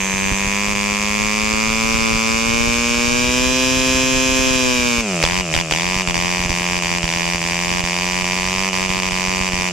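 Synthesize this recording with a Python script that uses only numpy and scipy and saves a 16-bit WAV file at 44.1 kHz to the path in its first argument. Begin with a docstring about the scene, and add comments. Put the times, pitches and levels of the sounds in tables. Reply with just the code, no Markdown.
"""On a garden bench a small two-stroke model diesel swings a propeller close to a hand-held microphone.
As the needle is turned it speeds up, stops firing and slows sharply, catches three times and runs on slower.
Each turn the exhaust port barks, made of short shaped pulses, and knocks ring the metal.
Shaped noise makes the gas hiss, sine waves make the blades hum, and deep thumps buffet the microphone."""
import sys
import numpy as np
from scipy import signal
from scipy.fft import rfft, irfft
from scipy.io import wavfile
from scipy.ndimage import uniform_filter1d, minimum_filter1d

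SR = 44100
rng = np.random.default_rng(int(sys.argv[2]) if len(sys.argv) > 2 else 0)


def digitize_waveform(pressure):
    """Quantize a signal to 16-bit integers and store it at the path in sys.argv[1].

    Rows of a 2-D input are taken as channels; values are limited to [-1, 1].
    """
    field = np.atleast_2d(pressure).T
    bounded = np.clip(field, -1, 1)
    quanta = np.round(bounded * 32767).astype(np.int16)
    wavfile.write(sys.argv[1], SR, quanta)


N = 428652
TIME = np.arange(N) / SR
FRAME = 1024  # samples in one pulse
BINS_HZ = np.arange(FRAME // 2 + 1) * SR / FRAME
REFERENCE_HZ = 100  # shaft speed at which the speed laws are stated, turns per second


def undb(db):
    """Decibels to gain."""
    return 10 ** (np.asarray(db) / 20)


def curves(table, at):
    """Every column of a time table, read at the given times."""
    s, *columns = np.transpose(table)
    return [np.interp(at, s, c) for c in columns]


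def spectra(table, hz):
    """Every column of a spectrum table, read on a log-frequency axis."""
    points, *columns = np.transpose(table)
    return [np.interp(np.log(hz + 1), np.log(points), c) for c in columns]


def bump(centre_hz, width_hz):
    """A bell shape on the frequency axis."""
    return np.exp(-((BINS_HZ - centre_hz) / width_hz) ** 2)


def by_speed(law, hz):
    """Level in dB at a given shaft speed; a law is (dB at the reference speed, dB per doubling of speed)."""
    db, db_per_doubling = law
    return db + db_per_doubling * np.log2(hz / REFERENCE_HZ)


def noise(table):
    """Steady noise with a given spectrum."""
    hz = np.arange(N // 2 + 1) * SR / N
    return irfft(rfft(rng.standard_normal(N)) * undb(spectra(table, hz)[0]), N)


def wander(count, size=12):
    """A random value for each step that drifts over several steps; spread near 1."""
    return np.sqrt(size) * uniform_filter1d(rng.standard_normal(count), size)


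def scatter(times, spread_db):
    """A smooth random colouring for each turn."""
    chance = rng.standard_normal((len(times), len(BINS_HZ)))
    smooth = uniform_filter1d(uniform_filter1d(chance, size=15, axis=1), size=15, axis=1)
    return spread_db * smooth / smooth.std()


SWEEP_HZ = 1970  # in a swept pulse the sound below this arrives late
SMEAR_HZ = 4290  # in a smeared pulse the sound above this trails behind


def pulses(times, sizes, colour_db, abrupt=1, sweep_s=0, smear_s=0):
    """A pulse at each time with a shared or own spectrum; abrupt 1 strikes at once, 0 swells and fades evenly."""
    lead = FRAME // 8  # samples of room for a swell before the given time
    log_gain = np.log(undb(colour_db))
    # folding the cepstrum gives the phase of a pulse that strikes at once
    fold = 1 + np.sign(FRAME // 2 - np.arange(FRAME))
    phase = rfft(irfft(log_gain) * fold).imag * min(abrupt, 1)
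    # sweep: the treble leads and the lows follow
    phase = phase - 2 * np.pi * sweep_s * SWEEP_HZ * np.arctan(BINS_HZ / SWEEP_HZ)
    # smear: the highest treble comes last
    phase = phase - np.pi * smear_s * np.maximum(BINS_HZ - SMEAR_HZ, 0) ** 2 / SMEAR_HZ
    start, late = np.divmod(np.clip(times * SR, 0, N), 1)
    phase = phase - 2 * np.pi * BINS_HZ * (lead + late[:, None]) / SR
    shapes = sizes[:, None] * irfft(np.exp(log_gain + 1j * phase))
    places = start.astype(int)[:, None] + np.arange(FRAME)
    return np.bincount(places.ravel(), shapes.ravel(), N + lead)[lead:N + lead]


# spells of poor firing: from t/s, to t/s, share of the charge burnt (0-1)
MISSES = [(0.736, 0.748, 0.2), (5.015, 5.221, 0.0), (5.415, 5.519, 0.0), (5.519, 5.53, 0.55),
          (5.615, 5.706, 0.0), (6.024, 6.07, 0.16), (6.11, 6.139, 0.16), (6.465, 6.489, 0.38),
          (6.796, 6.819, 0.4), (6.99, 7.02, 0.36), (7.06, 7.072, 0.25), (7.364, 7.41, 0.67),
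          (7.811, 7.834, 0.42), (8.226, 8.238, 0.37), (8.693, 8.727, 0.38), (8.865, 8.888, 0.5),
          (9.005, 9.017, 0.12), (9.092, 9.104, 0.06), (9.494, 9.517, 0.43), (9.69, 9.72, 0.22)]


def firing(times):
    """Share of the charge that burns at each time, and how long the engine has been missing."""
    burn, missing_s = np.ones(len(times)), np.zeros(len(times))
    for start, end, share in MISSES:
        inside = (times >= start) & (times < end)
        burn[inside], missing_s[inside] = share, times[inside] - start
    return burn, missing_s


# speed that the needle setting would hold if every turn fired: t/s, turns per second f/Hz
NEEDLE_SPEED = [(0.0, 96.53), (0.17, 97.09), (0.63, 104.23), (0.92, 103.07), (1.88, 114.49), (2.08, 110.21),
                (2.52, 118.27), (2.93, 119.34), (3.42, 129.95), (4.42, 130.55), (4.87, 116.34),
                (5.23, 99.38), (6.16, 95.33), (6.2, 90.43), (7.22, 87.51), (8.44, 92.51), (8.53, 97.26),
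                (9.72, 90.95)]


def shaft_speed(inertia_s=.164, misfire_drag=.37):
    """The shaft lags behind the needle, coasts down on every misfire and picks up when it fires again."""
    # an unburnt charge takes its share off the speed that the shaft heads for
    aim = curves(NEEDLE_SPEED, TIME)[0] * (1 - misfire_drag * (1 - firing(TIME)[0]))
    keep = np.exp(-1 / (inertia_s * SR))
    return aim[0] + signal.lfilter([1 - keep], [1, -keep], aim - aim[0])


def combustion(times, linger=0.85, flare_db=7):
    """Burn, time spent missing and flare of each turn: fuel left unburnt makes the next firings louder."""
    burn, missing_s = firing(times)
    linger = min(linger, .95)
    unburnt = signal.lfilter([0, 1 - linger], [1, -linger], 1 - burn)
    return burn, missing_s, flare_db * unburnt ** 2 * (burn == 1)


BLADE_LAW = (-26.5, 8.8)
THROB_LAW = (-54, 48)  # unequal blades throb once a turn near full speed
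# octave above the blade hum, weaker at high speed: turns per second f/Hz, level relative to the hum/dB
HUM_OCTAVE = [(85, -9.5), (100, -9.5), (113, -15.5), (122, -21), (130, -19)]


def propeller(turns, speed, third_db=-20, angle=0.12, second_angle=0.088):
    """Two blades push the air twice a turn: a round hum with two overtones, over a faint once-a-turn throb."""
    blade = 4 * np.pi * (turns - angle)
    octave = undb(curves(HUM_OCTAVE, speed)[0]) * np.sin(2 * (blade + 2 * np.pi * second_angle))
    third = undb(third_db) * np.sin(3 * blade)
    hum = undb(by_speed(BLADE_LAW, speed)) * (octave + third - np.cos(blade))
    throb = undb(by_speed(THROB_LAW, speed)) * np.sin(blade / 2)
    return np.sqrt(2) * (hum + throb)


HISS_LAW = (9.34, -0.15)
# colour of the rush of gas and air: f/Hz, relative level/dB
RUSH_COLOUR = [(60, -18.5), (300, -29), (800, -33), (1400, -29.5), (2400, -24.5), (4100, -31.5),
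               (5200, -27.5), (7400, -28.5), (9000, -38), (11500, -48.5), (14500, -52)]


def hiss(turns, level_db, burn, suck=0.74, intake_at=0.43, intake_turns=0.039, idle=0.33, alike_hz=3500):
    """Gas rushes out after each bark and is drawn in later in the turn, over the steady wash of the blades."""
    hz = np.arange(N // 2 + 1) * SR / N
    colour = undb(spectra(RUSH_COLOUR, hz)[0])
    # the two sides are more alike in the lows
    apart = np.clip(hz / alike_hz, .4, 1)
    mid, side = (irfft(rfft(rng.standard_normal(N)) * colour * g, N) for g in (1, apart))
    angle = turns % 1
    jet = burn * np.exp(-angle / .2)  # fades over a fifth of a turn
    draw = suck * np.exp(-((angle - intake_at) / intake_turns) ** 2)
    return np.array([mid + side, mid - side]) * (idle + jet + draw) * undb(level_db) / np.sqrt(2)


WHISTLE_LAW = (-0.86, -2.9)
EARLY_WHISTLE_DB, EARLY_WHISTLE_S = 7, 0.67  # at first the whistle is louder: extra level, fade
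# whistles as the piston uncovers the intake: f/Hz, width f/Hz, relative level/dB, fade t/s
INTAKE_WHISTLES = [(6340, 550, -29.5, 0.0012), (7430, 710, -32, 0.0033)]


def intake(turns, speed, opens=.42, attack_s=0.00041, rise_s=0.00049, bend=0.27, rough=1.0):
    """The whistle bends up as the port opens, then fades within the turn: part pure tone, part turbulence."""
    angle = (turns - opens) % 1
    age = angle / speed
    out = np.zeros((2, N))
    for hz, width_hz, db, fade_s in INTAKE_WHISTLES:
        keep = np.exp(-np.pi * width_hz / SR)
        chance = rng.standard_normal((2, N)) + 1j * rng.standard_normal((2, N))
        flutter = signal.lfilter([np.sqrt((1 - keep ** 2) / 2)], [1, -keep], chance)
        cycles = hz * (age - bend * rise_s * (1 - np.exp(-age / rise_s)))
        envelope = undb(db) * (1 - np.exp(-age / attack_s)) * np.exp(-age / fade_s) * (1 - angle ** 2)
        out += envelope * ((1 + rough * flutter) * np.exp(2j * np.pi * cycles)).imag
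    early_db = EARLY_WHISTLE_DB * np.exp(-TIME / EARLY_WHISTLE_S)
    return undb(by_speed(WHISTLE_LAW, speed) + early_db) * out


BARK_LAW = (0.037, 1.6)
SWELL_DB_PER_S = 9  # while it misses, the cylinder loads up with fuel and the dull puffs swell
# in the first turns of a rich miss the charge burns late and rings the hot port
LATE_HZ, LATE_WIDTH_HZ, LATE_DB, LATE_SHARE, COOLING_S = 2900, 280, 12, 0.11, 0.024
# the transfer port's second puff ripples the spectrum: share of a turn later, depth of the ripple
TRANSFER_TURNS, TRANSFER_DB = 0.127, 2
# the needle takes the mixture from lean to rich: t/s, richness (0-1)
RICHNESS = [(5.0, 0), (5.2, 1)]
# colour of a fired bark: f/Hz, relative level when rich/dB, when lean/dB, when lean at full speed/dB
BARK_COLOUR = [(86, -9.5, -19, -20), (408, 6.5, 13, 18.5), (693.6, 9.5, 7, 6.5), (1099, 15.5, 14, 11),
               (1340, 10.5, 14, 0.5), (1610, 12.5, 16, 12.5), (1946, 13.5, 8.5, 5.5),
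               (2407, 19.5, 21, 18.5), (3070, 9.5, 6.5, 9), (3290, 3.5, 3.5, 10), (4264, 2, 2, 5),
               (4760, 8.5, 6.5, -5), (5200, -1, 0, 8), (5700, 6.5, 2.5, 5.5), (7160, -2.5, 2.5, -17),
               (9500, -12.5, -10.5, -8), (14500, -15, -13, -12)]
# gaps and humps in the bark: multiple of shaft speed when lean, when rich, width f/Hz,
# gain when lean level/dB, gain when rich level/dB
BARK_GAPS = [(14.5, 15.4, 204, -21, -15.5), (7.9, 1.86, 290, -1, 8), (20.6, 19, 280, 1, -3.5)]
# colour of the dull puff of an unfired turn: f/Hz, relative level/dB
PUFF_COLOUR = [(87, 1.5), (400, 11.5), (650, 8), (880, 0.5), (1120, 3.5), (1600, -1.5), (1950, -2.5),
               (2450, 12), (2950, 3.5), (3500, -11), (4600, -7), (7500, -5), (14500, -39)]


def exhaust(times, hz, burn, missing_s, flare_db, slow_hz=110, fast_hz=128, treble_db=2,
            flare_share=0.71, lag_s=.00002):
    """The port opens once a turn: a short bark, recoloured by speed and mixture, or a dull puff if unburnt."""
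    lean_spread_db, rich_spread_db = .3, .4
    richness = curves(RICHNESS, times)[0][:, None]
    rich, lean, fast = spectra(BARK_COLOUR, BINS_HZ)
    pace = np.clip((hz - slow_hz) / (fast_hz - slow_hz), 0, 1)[:, None]
    fired = richness * rich + (1 - richness) * (lean + pace * (fast - lean))
    # the blow-down lasts a fixed crank angle, so its spectral gaps rise with speed
    for lean_order, rich_order, width_hz, lean_db, rich_db in BARK_GAPS:
        centre_hz = hz[:, None] * (lean_order + richness * (rich_order - lean_order))
        fired = fired + (lean_db + richness * (rich_db - lean_db)) * bump(centre_hz, width_hz)
    late = richness * np.exp(-missing_s[:, None] / COOLING_S)
    unfired = spectra(PUFF_COLOUR, BINS_HZ)[0] + SWELL_DB_PER_S * missing_s[:, None]
    unfired = unfired + LATE_DB * late * bump(LATE_HZ, LATE_WIDTH_HZ)
    unfired = unfired + TRANSFER_DB * np.cos(2 * np.pi * TRANSFER_TURNS * BINS_HZ / hz[:, None])
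    burnt = burn[:, None] + (1 - burn[:, None]) * LATE_SHARE * late
    spread_db = lean_spread_db + richness * (rich_spread_db - lean_spread_db)
    bark = unfired + burnt * (fired - unfired) + scatter(times, spread_db)
    uneven_db = spread_db[:, 0] * rng.standard_normal(len(times))
    sizes = undb(by_speed(BARK_LAW, hz) + flare_share * flare_db + uneven_db)
    # the jet throws its treble differently to each side
    treble = np.clip(BINS_HZ / 4500, 0, 1) ** 2
    sides = []
    for lag in (lag_s, 0):
        colour_db = bark + treble * scatter(times, treble_db)
        # sweep: the port hisses as it cracks open, before the bulk of the gas gets out
        sides.append(pulses(times + lag, sizes, colour_db, abrupt=0.71, sweep_s=.00095, smear_s=.00055))
    return np.array(sides)


# modes of the engine mount and bench: f/Hz, sharpness Q, level/dB
MOUNT_MODES = [(607, 5, -6), (794, 6.7, -13), (1005, 11.8, -2.5), (1906, 35, -5)]


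def mount(x):
    """The barks shake the mount, whose few modes ring on into the gaps between firings."""
    return sum(undb(db) * signal.lfilter(*signal.iirpeak(hz, q, fs=SR), x) for hz, q, db in MOUNT_MODES)


BUFFET_WANDER_DB = 2  # the blast veers on and off the microphone
# how squarely the blast meets the microphone: t/s, relative level/dB
BLAST_AIM = [(0, -4), (1.2, -1.5), (2.3, 1), (3.3, -1), (4.3, 2.5), (5.3, -1), (6.4, -2.5), (7.7, -5.5),
             (9.7, -3)]
# colour of the blast's eddies on one microphone port: f/Hz, relative level/dB
EDDY_COLOUR = [(10, 21), (35, 22.5), (80, 17.5), (160, 12.5), (350, 6.5), (900, -18), (3000, -9),
               (9000, -39)]
# colour of the steady shove of each blast: f/Hz, relative level/dB
PUSH_COLOUR = [(20, 31), (110, 13), (400, 14.5), (900, -0.5), (1600, 9.5), (4000, -55), (12000, -33)]
# strongest gusts on the microphone: t/s, relative level/dB
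STRONG_GUSTS = [(0.318, 0), (0.469, -6), (0.141, -13), (2.15, -5), (4.32, -7), (5.2395, -1.5), (5.564, -3),
                (5.724, -5), (5.963, -5), (6.078, -6.5), (6.399, -8), (6.455, -5), (6.499, -2.5),
                (7.039, -4), (7.837, -8), (8.9, -8), (8.967, -12), (9.124, -10), (9.28, -10), (9.409, -9),
                (9.535, -7)]
# colour of the thump of one gust: f/Hz, relative level/dB
GUST_COLOUR = [(10, 16.5), (40, 20), (80, 8.5), (160, 11.5), (350, -2.5), (900, -38), (3000, -53),
               (9000, -60)]


def buffeting(times, force, gusty_db=3.4, travel_s=0.0012, push_db=0, eddy_db=-2, gust_db=21):
    """Each blast pushes the two microphone ports opposite ways, then its eddies thump each port alone."""
    level_db = curves(BLAST_AIM, times)[0] + BUFFET_WANDER_DB * wander(len(times))
    shove = force * undb(push_db + level_db)
    push = pulses(times + travel_s / 2, shove, spectra(PUSH_COLOUR, BINS_HZ)[0], abrupt=0.99)
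    left, right, gusty = rng.standard_normal((len(times), 3)).T
    eddy = force * undb(level_db + eddy_db + gusty_db * gusty)
    eddy_colour_db = spectra(EDDY_COLOUR, BINS_HZ)[0]
    eddies = [pulses(times + travel_s, eddy * chance, eddy_colour_db) for chance in (left, right)]
    at, peak_db = np.transpose(STRONG_GUSTS)
    gusts = pulses(at, undb(peak_db + gust_db), spectra(GUST_COLOUR, BINS_HZ)[0])
    return np.array(eddies) + np.array([gusts / 2 - push, gusts + push])


RING_LAW = (-4.7, 21.4)
UNFIRED_KNOCK_DB = -4  # the piston knocks more softly when nothing burns
# at first a thin, bright ring rides on the knocks; its pitch is a multiple of the shaft speed
SHRILL_ORDER, SHRILL_WIDTH_HZ, SHRILL_DB, SHRILL_FADE_S = 64.5, 520, 11.5, 1.2
# ring of the cylinder and its fins: f/Hz, width f/Hz, relative level/dB
FIN_RINGS = [(2700, 5900, -9), (4540, 300, -27), (5890, 1900, -5.5), (6540, 660, -1), (7360, 500, 0),
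             (8900, 660, -15), (13000, 2700, -27)]
# knocks of piston and crank: share of a turn after the port opens, relative level/dB, tilt dB per octave
KNOCK_ANGLES = [(0.169, -11.5, -2), (0.393, -2.5, 0.5), (0.556, -14, -5), (0.696, -27, -9),
                (0.878, -8, -7.5)]
# how the ring changes: t/s, gain near 4.9 kHz level/dB, relative level of the knocks/dB
RING_CHANGES = [(0, -6, 11.5), (.65, 0, 6.5), (1.4, 2.5, 6.5), (2.5, 2.5, 9)]


def metal(times, hz, burn, uneven_db=-0.5, slack_s=.000008, lag_s=.00003):
    """Piston and crank take up their play at fixed angles and ring the cylinder."""
    level_db = by_speed(RING_LAW, hz) + curves(RING_CHANGES, times)[1] + UNFIRED_KNOCK_DB * (1 - burn)
    power = sum(undb(2 * db) / (1 + (2 * (BINS_HZ - f) / width) ** 2) ** 2.06 for f, width, db in FIN_RINGS)
    octaves = np.log2(np.clip(BINS_HZ / 6000, .4, 1.4))
    shrill_db = SHRILL_DB * np.exp(-times[:, None] / SHRILL_FADE_S)
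    shrill_db = shrill_db * bump(SHRILL_ORDER * hz[:, None], SHRILL_WIDTH_HZ)
    out = np.zeros((2, N))
    for angle, db, tilt_db in KNOCK_ANGLES:
        early, size = rng.standard_normal((len(times), 2)).T
        at = times + angle / hz + slack_s * early
        sizes = undb(level_db + db + uneven_db * size)
        ring_db = 10 * np.log10(power) + tilt_db * octaves + shrill_db
        out += [pulses(at + lag, sizes, ring_db, abrupt=0.24, smear_s=0.001045) for lag in (0, lag_s)]
    return out


def fill_out(engine):
    """The engine's treble near 4.9 kHz starts thin, then fills out: one filtered band is mixed in."""
    upper_ring = signal.lfilter(*signal.iirpeak(4900, 4, fs=SR), engine)
    return engine + (undb(curves(RING_CHANGES, TIME)[0]) - 1) * upper_ring


# colour of gas still burning as it leaves the port: f/Hz, relative level/dB
ROAR_COLOUR = [(100, -15), (650, -11), (1000, 3), (1400, -3), (1800, 5), (2400, -14), (3100, 13),
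               (4100, -1), (5200, -7), (8000, -5.5), (14500, -34)]


def afterburn(times, flare_db, level_db=-7, peak_s=0.001, length_s=0.00097):
    """Fuel left from a miss burns on in the port and thickens the next pops with a short roar."""
    turn = np.maximum(np.searchsorted(times, TIME) - 1, 0)
    burst = np.exp(-((TIME - times[turn] - peak_s) / length_s) ** 2)
    return undb(level_db) * np.sqrt(flare_db[turn] / flare_db.max()) * burst * noise(ROAR_COLOUR)


# a flooded cylinder fires too early as it catches: t/s, relative level/dB
EARLY_FIRINGS = [(5.2365, 2.5), (5.547, -3.5), (5.721, -1.5)]
# colour of the clank of an early firing: f/Hz, relative level/dB
CLANK_COLOUR = [(100, -7), (600, 9), (1500, -1), (3300, -6), (4100, -3), (5100, 1.5), (6000, -9),
                (7500, -8), (9000, -20), (14500, -42)]


def detonations(level_db=2, attack_s=0.00063, fade_s=0.0019):
    """Each early firing is a short, gritty metallic clank: a burst of shaped noise."""
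    envelope = np.zeros(N)
    for at, db in EARLY_FIRINGS:
        age = np.maximum(TIME - at, 0)
        envelope += undb(level_db + db) * (1 - np.exp(-age / attack_s)) * np.exp(-age / fade_s)
    return envelope * noise(CLANK_COLOUR)


# echoes from bench, hand and ground: delay to the left t/s, delay to the right t/s, level/dB
NEAR_ECHOES = [(.00165, 0.0017, -19), (.0031, 0.0015, -26), (.0056, 0.0063, -40)]


def garden(x, wet_db=-8, thin_hz=3500, dull_hz=3200, t60_s=.07):
    """Near surfaces give a few dull echoes; bench and gravel scatter the treble into a very short tail."""
    t = TIME[:SR // 4]
    tail = rng.standard_normal((2, len(t))) * np.exp(-np.log(1000) * t / t60_s) * (t > .001)
    tail = tail / np.sqrt(np.sum(tail ** 2, axis=1, keepdims=True))
    thin = signal.butter(1, thin_hz, "high", fs=SR, output="sos")
    response = undb(wet_db) * signal.sosfilt(thin, tail)
    echoes = sum(undb(db) * np.sinc((t - np.array([[left], [right]])) * SR) for left, right, db in NEAR_ECHOES)
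    response = response + signal.sosfiltfilt(signal.butter(2, dull_hz, fs=SR, output="sos"), echoes)
    return x + signal.fftconvolve(x, response, axes=1)[:, :N]


HUNT_TURNS = .0025  # on a rich mixture the shaft hunts about its mean position by roughly this
# the hand-held microphone drifts: t/s, left minus right level/dB
HAND_DRIFT = [(0, -1.1), (4.4, -0.5), (5.4, -0.3), (9.7, -1.55)]


def scene(left_blast_db=1.0, unfired_hiss_db=-3, port_opens=.38):
    """The crank angle times the engine's sources, and the shaft speed sets their levels."""
    wobble_s, shaky_s = .000007, .000012
    speed = shaft_speed()
    drifting = uniform_filter1d(wander(N, size=3000), size=1000)
    hunting = HUNT_TURNS * curves(RICHNESS, TIME)[0] * drifting
    turns = np.cumsum(speed) / SR - port_opens + hunting
    # the exhaust port opens at every whole turn
    times = np.interp(np.arange(int(turns[-1]) + 1), turns, TIME)
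    hz = np.interp(times, TIME, speed)
    burn, missing_s, flare_db = combustion(times)
    # the flywheel evens out the firing better at speed; unfired turns coast smoothly
    jitter_s = np.interp(hz, [88, 125], [shaky_s, wobble_s])
    times = times + burn * jitter_s * rng.standard_normal(len(times))
    force = burn ** 2 * undb(flare_db)
    flow, unfired = np.interp(TIME, times, force), np.interp(TIME, times, 1 - burn)
    barks = exhaust(times, hz, burn, missing_s, flare_db)
    engine = hiss(turns, by_speed(HISS_LAW, speed) + unfired_hiss_db * unfired, flow)
    engine = engine + intake(turns, speed) + barks + mount(barks)
    engine = engine + metal(times, hz, burn) + afterburn(times, flare_db) + detonations()
    drift = undb([curves(HAND_DRIFT, TIME)[0], np.zeros(N)])
    airborne = (garden(fill_out(engine)) + propeller(turns, speed)) * drift
    return airborne + buffeting(times, burn ** 2) * undb([[left_blast_db], [0]])


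QUIET_DB, RELEASE_DB_PER_S = -5, 43  # peak level below which the gain rises, and how fast
LOOK_AHEAD_S = .002


def gain_control(x, share=1.0):
    """The gain rises while the peaks stay low and drops just ahead of the next loud peak."""
    released = RELEASE_DB_PER_S * TIME
    peak_db = 20 * np.log10(np.abs(x).max(axis=0) + 1e-9)
    # each peak is held, then let down at the release rate
    held_db = np.maximum.accumulate(peak_db + released) - released
    boost_db = share * np.maximum(QUIET_DB - np.maximum(held_db, QUIET_DB - released), 0)
    size = int(LOOK_AHEAD_S * SR)
    return x * undb(uniform_filter1d(minimum_filter1d(boost_db, size), size))


DIP_HZ, DIP_Q, DIP_DB = 4124, 8.7, -8.5  # the microphone has a narrow dip in the treble
TOP_HZ = 14400


def record(dry):
    """Dips a narrow treble band, drops the deepest rumble, rides the gain, clips and cuts the top."""
    x = dry + (undb(DIP_DB) - 1) * signal.lfilter(*signal.iirpeak(DIP_HZ, DIP_Q, fs=SR), dry)
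    x = gain_control(signal.sosfilt(signal.butter(2, 22, "high", fs=SR, output="sos"), x))
    return signal.sosfilt(signal.ellip(8, .2, 70, TOP_HZ, fs=SR, output="sos"), np.clip(x, -1, 1))


dry = scene()
out = record(dry)
digitize_waveform(out)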